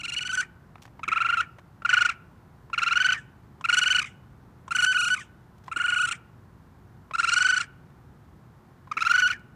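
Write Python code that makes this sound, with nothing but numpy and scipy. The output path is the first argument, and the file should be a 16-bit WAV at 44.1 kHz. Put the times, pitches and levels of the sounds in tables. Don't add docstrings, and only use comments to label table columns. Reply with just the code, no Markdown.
import sys
import numpy as np
from scipy import signal
from scipy.fft import rfft, irfft, next_fast_len
from scipy.io import wavfile
from scipy.ndimage import uniform_filter1d, map_coordinates

SR = 44100
rng = np.random.default_rng(int(sys.argv[2]) if len(sys.argv) > 2 else 0)


def transcribe(signal):
    frames = np.atleast_2d(signal).T
    limited = np.clip(frames, -1, 1)
    pcm = np.round(limited * 32767).astype(np.int16)
    wavfile.write(sys.argv[1], SR, pcm)


N = 421155
TIME = np.arange(N) / SR

# start/s, end/s, midway dip/share of pitch
HELD_NOTES = [(.374, .414, .04), (1.37, 1.414, .07), (4.863, 4.929, 0), (5.102, 5.149, 0),
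              (9.22, 9.281, .05)]
# f/Hz, level/dB
BREATH_SPECTRUM = [(700, -29), (1400, -21.5), (2400, 10.5), (3200, 11), (3700, 2), (4300, -18.5),
                   (4900, -2), (6000, 2), (6700, 1), (7700, 4), (9000, -5.5), (10500, -18.5), (11700, -24),
                   (15000, -27.5)]
# f/Hz, level/dB
TAP_SPECTRUM = [(100, -15), (500, 1.5), (1100, 6.5), (2000, -1), (3200, -11), (5000, -20), (12000, -45.5)]


def amp(db):
    return 10 ** (np.asarray(db) / 20)


def unit(x):
    return x / np.sqrt(np.mean(x ** 2) + 1e-20)


def along(points, hz):
    f, values = np.transpose(points)
    return np.interp(np.log(hz + 1), np.log(np.sort(f) + 1), values)


def filtered(x, response):
    size = next_fast_len(N + SR // 2)
    return irfft(rfft(x, size) * response(np.fft.rfftfreq(size, 1 / SR)), size)[:N]


def noise(spectrum):
    return unit(filtered(rng.standard_normal(N), lambda hz: amp(along(spectrum, hz))))


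def wobble(rate_hz):
    return map_coordinates(rng.standard_normal(int(N * rate_hz / SR) + 4), [TIME * rate_hz])


def ramp(u):
    u = np.clip(u, 0, 1)
    return u * u * (3 - 2 * u)


def phase_of(hz):
    return 2 * np.pi * np.cumsum(hz) / SR


def burst(start_s, t60_s, attack_s):
    t = np.arange(SR // 8) / SR
    first = int(start_s * SR)
    return slice(first, first + len(t)), t, amp(-60 * t / t60_s) * (1 - np.exp(-t / attack_s))


def trill_rhythm(first_s, last_s, rate_hz, hurry, lateness, full_s, opening_s):
    u = np.linspace(0, 1, int(round((last_s - first_s) * rate_hz)) + 1)
    ends = first_s + (last_s - first_s) * (u + hurry * u * (1 - u ** lateness))
    opening, closing = [opening_s, opening_s, .88 * full_s], [.84 * full_s, .64 * full_s]
    lengths = np.r_[opening, np.full(len(u) - len(opening) - len(closing), full_s), closing]
    holds = [(a, b) for a, b, _ in HELD_NOTES if first_s < a < last_s]
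    free = [(start, end) for start, end in zip(ends - lengths, ends)
            if not any(a < end and start < b for a, b in holds)]
    return np.array(sorted(free + holds))


def warbles(full_s=.026, ceiling_hz=1602, climb_share=.35, even_hz=1450, swell_db_per_hz=.045):
    # first warble end/s, last warble end/s, rate/Hz, hurry/1, lateness exponent/1,
    # full warble/s, opening warble/s, first pitch/Hz, crest swell/dB
    trills = [(0.016, .414, 25, .1, 5.65, 0.027, 0.026, 1390, -3),
              (1.043, 1.416, 24, 0.13, 1.92, .022, .011, 1270, -2),
              (1.863, 2.102, 25, 0.063, 1.6, 0.02, .014, 1385, 0),
              (2.746, 3.137, 23, 0.082, 5.95, .025, .015, 1340, -3),
              (3.659, 4, 23, .062, 7.3, .026, .017, 1326, 0),
              (4.727, 5.149, 26, .082, 4, .029, .019, 1346, 0.5),
              (5.732, 6.128, 25, .186, 1, .027, .017, 1323, -5.5),
              (7.16, 7.618, 24, 0.12, 2.04, 0.026, .024, 1302, 0.5),
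              (8.925, 9.319, 23, 0.41, 0.45, 0.027, .011, 1190, -1)]
    # t/s, pitch/Hz, level/dB, octave/dB re level, treble/dB re level
    courses = [
        [(.057, 1368, -43, 9.5, -1), (.146, 1409, -44.5, 11, -2), (.19, 1450, -46, 19, 7),
         (.234, 1443, -37, 3.5, -7.5), (.319, 1518, -29.5, -5.5, -14.5), (.357, 1510, -26, -41, -11),
         (.414, 1510, -22.5, -16.5, -20.5)],
        [(1.09, 1279, -24, -6.5, -18), (1.225, 1326, -23, -7, -18.5), (1.347, 1396, -22, -9.5, -20.5),
         (1.416, 1368, -22, -12.5, -15)],
        [(1.903, 1489, -15, -12, -27.5), (1.949, 1451, -15.5, -10.5, -23), (2.066, 1427, -20.5, -9.5, -20),
         (2.102, 1362, -25, -4.5, -11)],
        [(2.793, 1391, -20, -6, -22.5), (2.839, 1335, -25, -4, -17.5), (2.935, 1353, -23, -4.5, -14.5),
         (3.025, 1503, -19, -9.5, -20.5), (3.137, 1478, -19, -7, -20.5)],
        [(3.703, 1400, -22.5, -2.5, -16), (3.77, 1457, -18.5, -6, -23), (3.838, 1445, -23.5, -1.5, -13.5),
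         (3.933, 1488, -21.5, 0, -19.5), (4.002, 1452, -21.5, -1.5, -23.5)],
        [(4.771, 1469, -22, -8.5, -21.5), (4.854, 1455, -20, -6.5, -20.5), (4.929, 1502, -22, -8, -22),
         (4.974, 1451, -23, -6.5, -22), (5.086, 1426, -25.5, -6, -17.5), (5.149, 1488, -21.5, -10.5, -24)],
        [(5.779, 1398, -24, -11, -23.5), (5.947, 1449, -21.5, -8, -21.5), (6.062, 1445, -21.5, -11.5, -22.5),
         (6.098, 1318, -33, -8.5, -10.5), (6.127, 1379, -27, -4.5, -14)],
        [(7.205, 1363, -24, -10, -21.5), (7.299, 1338, -26, -3, -16), (7.383, 1451, -19, -11, -21),
         (7.48, 1497, -18, -13, -21.5), (7.581, 1470, -21.5, -13, -19.5), (7.618, 1393, -26, -9.5, -16)],
        [(8.978, 1316, -23, -9.5, -22.5), (9.031, 1291, -29.5, -2.5, -15.5), (9.124, 1380, -21, -11.5, -18),
         (9.162, 1469, -18, -15, -23.5), (9.281, 1486, -18, -13.5, -23), (9.318, 1451, -22, -11, -18.5)],
    ]
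    # start/s, end/s, pitch/Hz, level/dB
    afternotes = [(4.016, 4.031, 1260, -32.5), (4.043, 4.051, 1254, -35.5), (5.163, 5.179, 1265, -38.5),
                  (5.188, 5.203, 1213, -42.5)]
    # swell/dB, octave/dB, treble/dB, all re level
    afternote_timbre = (-6, -3, -19)
    notes = [(start, end, hz, hz, db, *afternote_timbre) for start, end, hz, db in afternotes]
    for (*rhythm, first_hz, push_db), course in zip(trills, courses):
        start, end = trill_rhythm(*rhythm).T
        knots_s, *controls = np.transpose(course)
        hz, db, octave_db, treble_db = (np.interp(end, knots_s, control) for control in controls)
        first = start == start[0]
        hz = np.where(first, first_hz, hz)
        db, treble_db = db - 6 * first, treble_db - 3 * first
        fullness = np.minimum((end - start) / full_s, 1)
        crest_hz = hz + fullness * climb_share * (ceiling_hz - hz)
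        swell_db = push_db + np.minimum(swell_db_per_hz * (even_hz - hz), 4) - 8 * (1 - fullness)
        notes += zip(start, end, hz, crest_hz, db, swell_db, octave_db, treble_db)
    return np.array(sorted(notes))


def per_warble(values):
    return np.interp(TIME, np.sort(warbles()[:, :2].ravel()), np.repeat(values, 2))


def gestures(crest_lead_s=.0046, crest_width_s=.0034, climb_lead_s=.014, climb_s=.008,
             scoop_s=.004, scoop_per_s=17, fall_lead_s=.004, fall_per_s=36,
             attack_s=.0029, release_lag_s=.0076, release_s=.012, rasp_build_s=.03, rasp_decay_s=.012,
             slur_gap_s=.0115, slur_dip=.14, quaver_s=.006):
    pitch, voiced, crest, rasp = np.full(N, 950.), np.zeros(N), np.zeros(N), np.zeros(N)
    last_end = trill_start = -1
    for start, end, hz, crest_hz, *_ in warbles():
        near = slice(max(0, int((start - .03) * SR)), int((end + .1) * SR))
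        t = TIME[near]
        trill_start = start if start - last_end > .2 else trill_start
        onset = last_end if start - last_end < slur_gap_s else start
        last_end = end
        climb_hz = hz + (crest_hz - hz) * ramp((t - end + climb_lead_s) / climb_s)
        scoop = scoop_per_s * np.maximum(start + scoop_s - t, 0)
        fall = fall_per_s * np.maximum(t - end + fall_lead_s, 0)
        slurred = (onset < start) & (t > onset - fall_lead_s) & (t < start + scoop_s)
        floor_hz = slurred * hz * (1 - slur_dip)
        pitch[near] = np.maximum.reduce([pitch[near], climb_hz * np.exp(-scoop - fall), floor_hz])
        voiced[near] += ramp((t - onset) / attack_s + .4) * ramp((end + release_lag_s - t) / release_s)
        crest[near] += np.exp(-((t - end + crest_lead_s) / crest_width_s) ** 2 / 2)
        pressure = .35 + .65 * ramp((start - trill_start) / rasp_build_s)
        rasp_fade = np.exp(-np.maximum(t - end - .016, 0) / rasp_decay_s)
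        rasp[near] = np.maximum(rasp[near], pressure * ramp((t - start) / .004) * rasp_fade)
    for start, end, dip in HELD_NOTES:
        pitch *= 1 - dip * np.exp(-((TIME - (start + end) / 2) / quaver_s) ** 2 / 2)
    return uniform_filter1d(pitch, size=70), np.minimum(voiced, 1), crest, rasp


def fold_flutter(squeal_hz=1750):
    # f/Hz, level/dB
    rasp_spectrum = [(300, -49), (700, -20.5), (1000, -19.5), (1400, -2), (1750, -3), (2000, -14.5),
                     (2350, 3), (2650, -15), (3000, -9.5), (3600, -24), (5000, -18.5), (8500, -24.5),
                     (11500, -45.5), (15000, -54.5)]
    squeal = np.sin(phase_of(squeal_hz * np.exp(.14 * wobble(150) + .07 * wobble(900))))
    return noise(rasp_spectrum) + squeal


def churr(overtone_db=-2, hiss_db=-7.5, rough_hiss_db=3, rasp_db=-16, half_order_db=-27, scatter_db=3):
    # f/Hz, gain/dB
    throat = [(900, -28), (1130, -3), (1270, -1), (1450, 7), (1600, 12), (1900, -2.5), (2350, 2.5),
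              (2600, -8), (2950, -6.5), (3400, -18), (4300, -8.5), (4900, -11.5), (5500, -24), (6050, -18)]
    # f/Hz, gain/dB
    overtone_shape = [(4800, -1), (5500, -5.5), (6050, 1), (6600, -8.5), (7500, -9.5), (8200, -23),
                      (8950, -14), (9700, -18.5), (10400, -21.5), (11500, -36.5), (15000, -35)]
    _, _, note_hz, _, note_db, swell_db, note_octave_db, treble_db = warbles().T
    pitch, voiced, crest, rasp = gestures()
    swell_scatter, treble_scatter = scatter_db * rng.standard_normal((len(note_db), 2)).T
    base_hz, level_db = per_warble(note_hz), per_warble(note_db)
    octave_db, bright_db = per_warble(note_octave_db), per_warble(treble_db + treble_scatter)
    slack = ramp((1 - pitch / base_hz) / .2)
    rough = ramp(3.5 * (1 - uniform_filter1d(voiced, size=SR // 25)))
    jitter = .0015 + rough * (.005 + .005 * crest + .034 * slack)
    pitch = pitch * (1 + .004 * wobble(60) + .005 * wobble(220) + jitter * wobble(1400))
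    phase = phase_of(pitch)

    sine = lambda k: np.sqrt(2) * np.sin(k * phase)
    shimmer = lambda: amp((.7 + 2.8 * rough) * wobble(800))
    partial = lambda k: sine(k) * amp(along(throat, k * pitch) - along(throat, k * base_hz))
    overtone = lambda k: sine(k) * amp(overtone_db + along(overtone_shape, k * pitch)) * shimmer()
    tone = partial(1) * amp(per_warble(swell_db + swell_scatter) * crest)
    tone += partial(2) * amp(octave_db + 1.5 * wobble(190))
    tone += partial(3) * amp(.3 * octave_db + .7 * bright_db - 2.5) * shimmer()
    tone += partial(3 / 2) * amp(half_order_db) * rough * wobble(120)
    edge = amp(bright_db + 6.5 * crest - 4 * slack + wobble(120))
    tone += edge * sum(overtone(k) for k in range(4, 11))

    leak = 1 + .38 * np.cos(phase)
    hiss = edge * amp(hiss_db + rough_hiss_db * rough + 2 * crest) * noise(BREATH_SPECTRUM) * leak
    flutter = fold_flutter() * amp(rasp_db) * np.hypot(1, amp(octave_db))
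    broken = rasp * (1 - .9 * voiced) * amp(1.8 * wobble(250))
    return amp(level_db) * (voiced * (tone + hiss) + broken * flutter)


def mouth_beam(x, notch_hz=4950, lift_hz=8400):
    # t/s, 5-10 kHz tilt/(dB/octave), notch depth/dB, nasal lift/dB
    head_poses = [(.2, 0.5, 2.5, 2.5), (1.2, -6, 12, -3.5), (2, -8, 3.5, 2), (2.95, -0.5, 2.5, -5),
                  (3.85, 2.5, 0.5, 1.5), (4.95, 9.5, -0.5, 2.5), (5.9, -3, 8.5, 10.5), (7.4, -5.5, -4, 12),
                  (9.1, 6.5, 0, -9)]
    out = np.zeros(N)
    centres_s = np.transpose(head_poses)[0]
    nearest = np.searchsorted((centres_s[1:] + centres_s[:-1]) / 2, TIME)
    bell = lambda hz, centre_hz, log_width: np.exp(-(np.log((hz + 1) / centre_hz) / log_width) ** 2)
    for index, (_, tilt_db, notch_db, lift_db) in enumerate(head_poses):
        tilt = lambda hz: tilt_db * np.log2(np.clip(hz / 5000, 1, 2))
        notch = lambda hz: notch_db * bell(hz, notch_hz, log_width=.33)
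        lift = lambda hz: lift_db * bell(hz, lift_hz, log_width=.22)
        out += filtered(x * (nearest == index), lambda hz: amp(tilt(hz) - notch(hz) + lift(hz)))
    return out


def outdoors(rumble_db=-52, air_db=-62, hum_db=-70, hum_hz=360):
    # f/Hz, level/dB
    traffic_spectrum = [(12, -41.5), (20, -31.5), (53, -4), (92, -2), (129, 0.5), (263, -10.5), (325, -14),
                        (359, -13), (392, -16.5), (492, -20), (600, -32), (780, -44.5), (1320, -120)]
    # f/Hz, level/dB
    air_spectrum = [(290, -30.5), (500, -4.5), (876, 0.5), (941, -1), (1030, -0.5), (1200, -3),
                    (1390, -3.5), (1930, -10.5), (2570, -18), (9240, -28.5), (14600, -28), (15500, -35.5)]
    rumble = amp(rumble_db + .64 * wobble(1.7)) * noise(traffic_spectrum)
    air = amp(air_db + .2 * wobble(2.3)) * noise(air_spectrum)
    hum = amp(hum_db + 2 * wobble(8.6)) * np.sin(phase_of(hum_hz + 2.5 * wobble(6.2)))
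    return rumble + air + hum


def wall_echo(x, delay_samples=300):
    # f/Hz, t60/s
    decay = [(300, .5), (1500, .65), (3000, .5), (5000, .15), (12000, 0.087)]
    hz, t, spectra = signal.stft(rng.standard_normal((SR * 3) // 4), SR, nperseg=256)
    tail = signal.istft(spectra * amp(-60 * t / along(decay, hz)[:, None]), SR, nperseg=256)[1]
    return signal.fftconvolve(x, np.pad(tail / np.linalg.norm(tail), (delay_samples, 0)))[:N]


def exhales():
    # t/s, level/dB, t60/s
    sighs = [(.425, -80.5, 0.1), (3.175, -48.5, 0.15), (4.055, -46, 0.18), (5.204, -43, .14),
             (6.15, -43.5, .06)]
    # t/s, level/dB
    puffs = [(1.077, -41), (5.764, -42), (8.966, -41)]
    # f/Hz, level/dB
    puff_spectrum = [(100, -22), (320, 3), (550, -7), (1000, -23.5), (2000, -35)]
    out, dull, hiss = np.zeros(N), noise(puff_spectrum), noise(BREATH_SPECTRUM)
    for start_s, db, t60_s in sighs:
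        near, _, fade = burst(start_s, t60_s, attack_s=.0019)
        out[near] += amp(db) * fade * hiss[near]
    for start_s, db in puffs:
        near, _, fade = burst(start_s, t60_s=.081, attack_s=.0012)
        out[near] += amp(db) * fade * dull[near]
    return out


def squeaks():
    # start/s, end/s, first f/Hz, last f/Hz, level/dB
    glides = [(0.427, 0.44, 1950, 1740, -32), (3.156, 3.213, 1830, 1670, -34),
              (4.057, 4.1, 2300, 1905, -42), (5.202, 5.235, 1960, 1543, -39.5),
              (7.629, 7.65, 1846, 1545, -40), (9.331, 9.384, 1824, 1545, -39.5)]
    out = np.zeros(N)
    waver = 1 + .045 * wobble(800)
    for start_s, end_s, first_hz, last_hz, db in glides:
        near = slice(int(start_s * SR), int(end_s * SR))
        u = np.linspace(0, 1, len(out[near]))
        hz = (first_hz + (last_hz - first_hz) * u) * waver[near]
        out[near] += amp(db) * ramp(u * 6) * ramp((1 - u) * 1.58) * np.sin(phase_of(hz))
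    return out


def claws():
    # t/s, level/dB, t60/s, grit/dB re level
    contacts = [(0.756, -35, 0.017, -17.5), (0.781, -44.5, 0.022, -23), (0.819, -58.5, 0.16, 7),
                (0.853, -35.5, 0.021, -16.5), (.878, -42.5, 0.017, -25), (1.585, -41, 0.043, -13),
                (5.581, -63.5, 0.027, 9.5), (5.637, -59.5, 0.091, 1), (5.661, -56, 0.066, -3.5),
                (7.903, -54.5, 0.022, -7), (9.394, -56, 0.021, 3.5)]
    # f/Hz, level/dB
    grit_spectrum = [(1000, -18), (3000, 2), (4300, -1), (5600, -2), (7000, -4.5), (10000, -11.5),
                     (15000, -14.5)]
    out, tap = np.zeros(N), noise(TAP_SPECTRUM)
    grit = unit(noise(grit_spectrum) * amp(5.6 * wobble(500)))
    for start_s, db, t60_s, grit_db in contacts:
        near, _, fade = burst(start_s, t60_s, attack_s=.0007)
        out[near] += amp(db) * fade * (tap[near] + amp(grit_db) * grit[near])
    return out


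def mouth_ticks(gain_db=2):
    # t/s, level/dB before gain, ring f/Hz, relative treble/dB
    openings = [(0.993, -33.5, 944, -39), (1.82, -32, 1357, -15), (2.699, -41.5, 1032, -9),
                (3.61, -33, 1047, -3), (4.679, -32, 1053, -2.5), (5.68, -29.5, 1037, -12),
                (7.11, -28, 1067, -25.5), (8.873, -40.5, 1034, -19.5)]
    out, wet, hiss = np.zeros(N), noise(TAP_SPECTRUM), noise(BREATH_SPECTRUM)
    for start_s, db, hz, treble_db in openings:
        near, t, fade = burst(start_s, t60_s=.03, attack_s=.0012)
        ring = np.sin(2 * np.pi * hz * t)
        out[near] += amp(db + gain_db) * fade * (ring + .5 * wet[near] + amp(treble_db - 10.5) * hiss[near])
    return out


def scene(echo_db=-30):
    raccoon = mouth_beam(churr()) + squeaks() + exhales() + mouth_ticks() + claws()
    return (raccoon + amp(echo_db) * wall_echo(raccoon) + outdoors())[None]


def record(dry, cutoff_hz=15500):
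    return filtered(dry[0], lambda hz: hz < cutoff_hz)[None]


dry = scene()
out = record(dry)
transcribe(out)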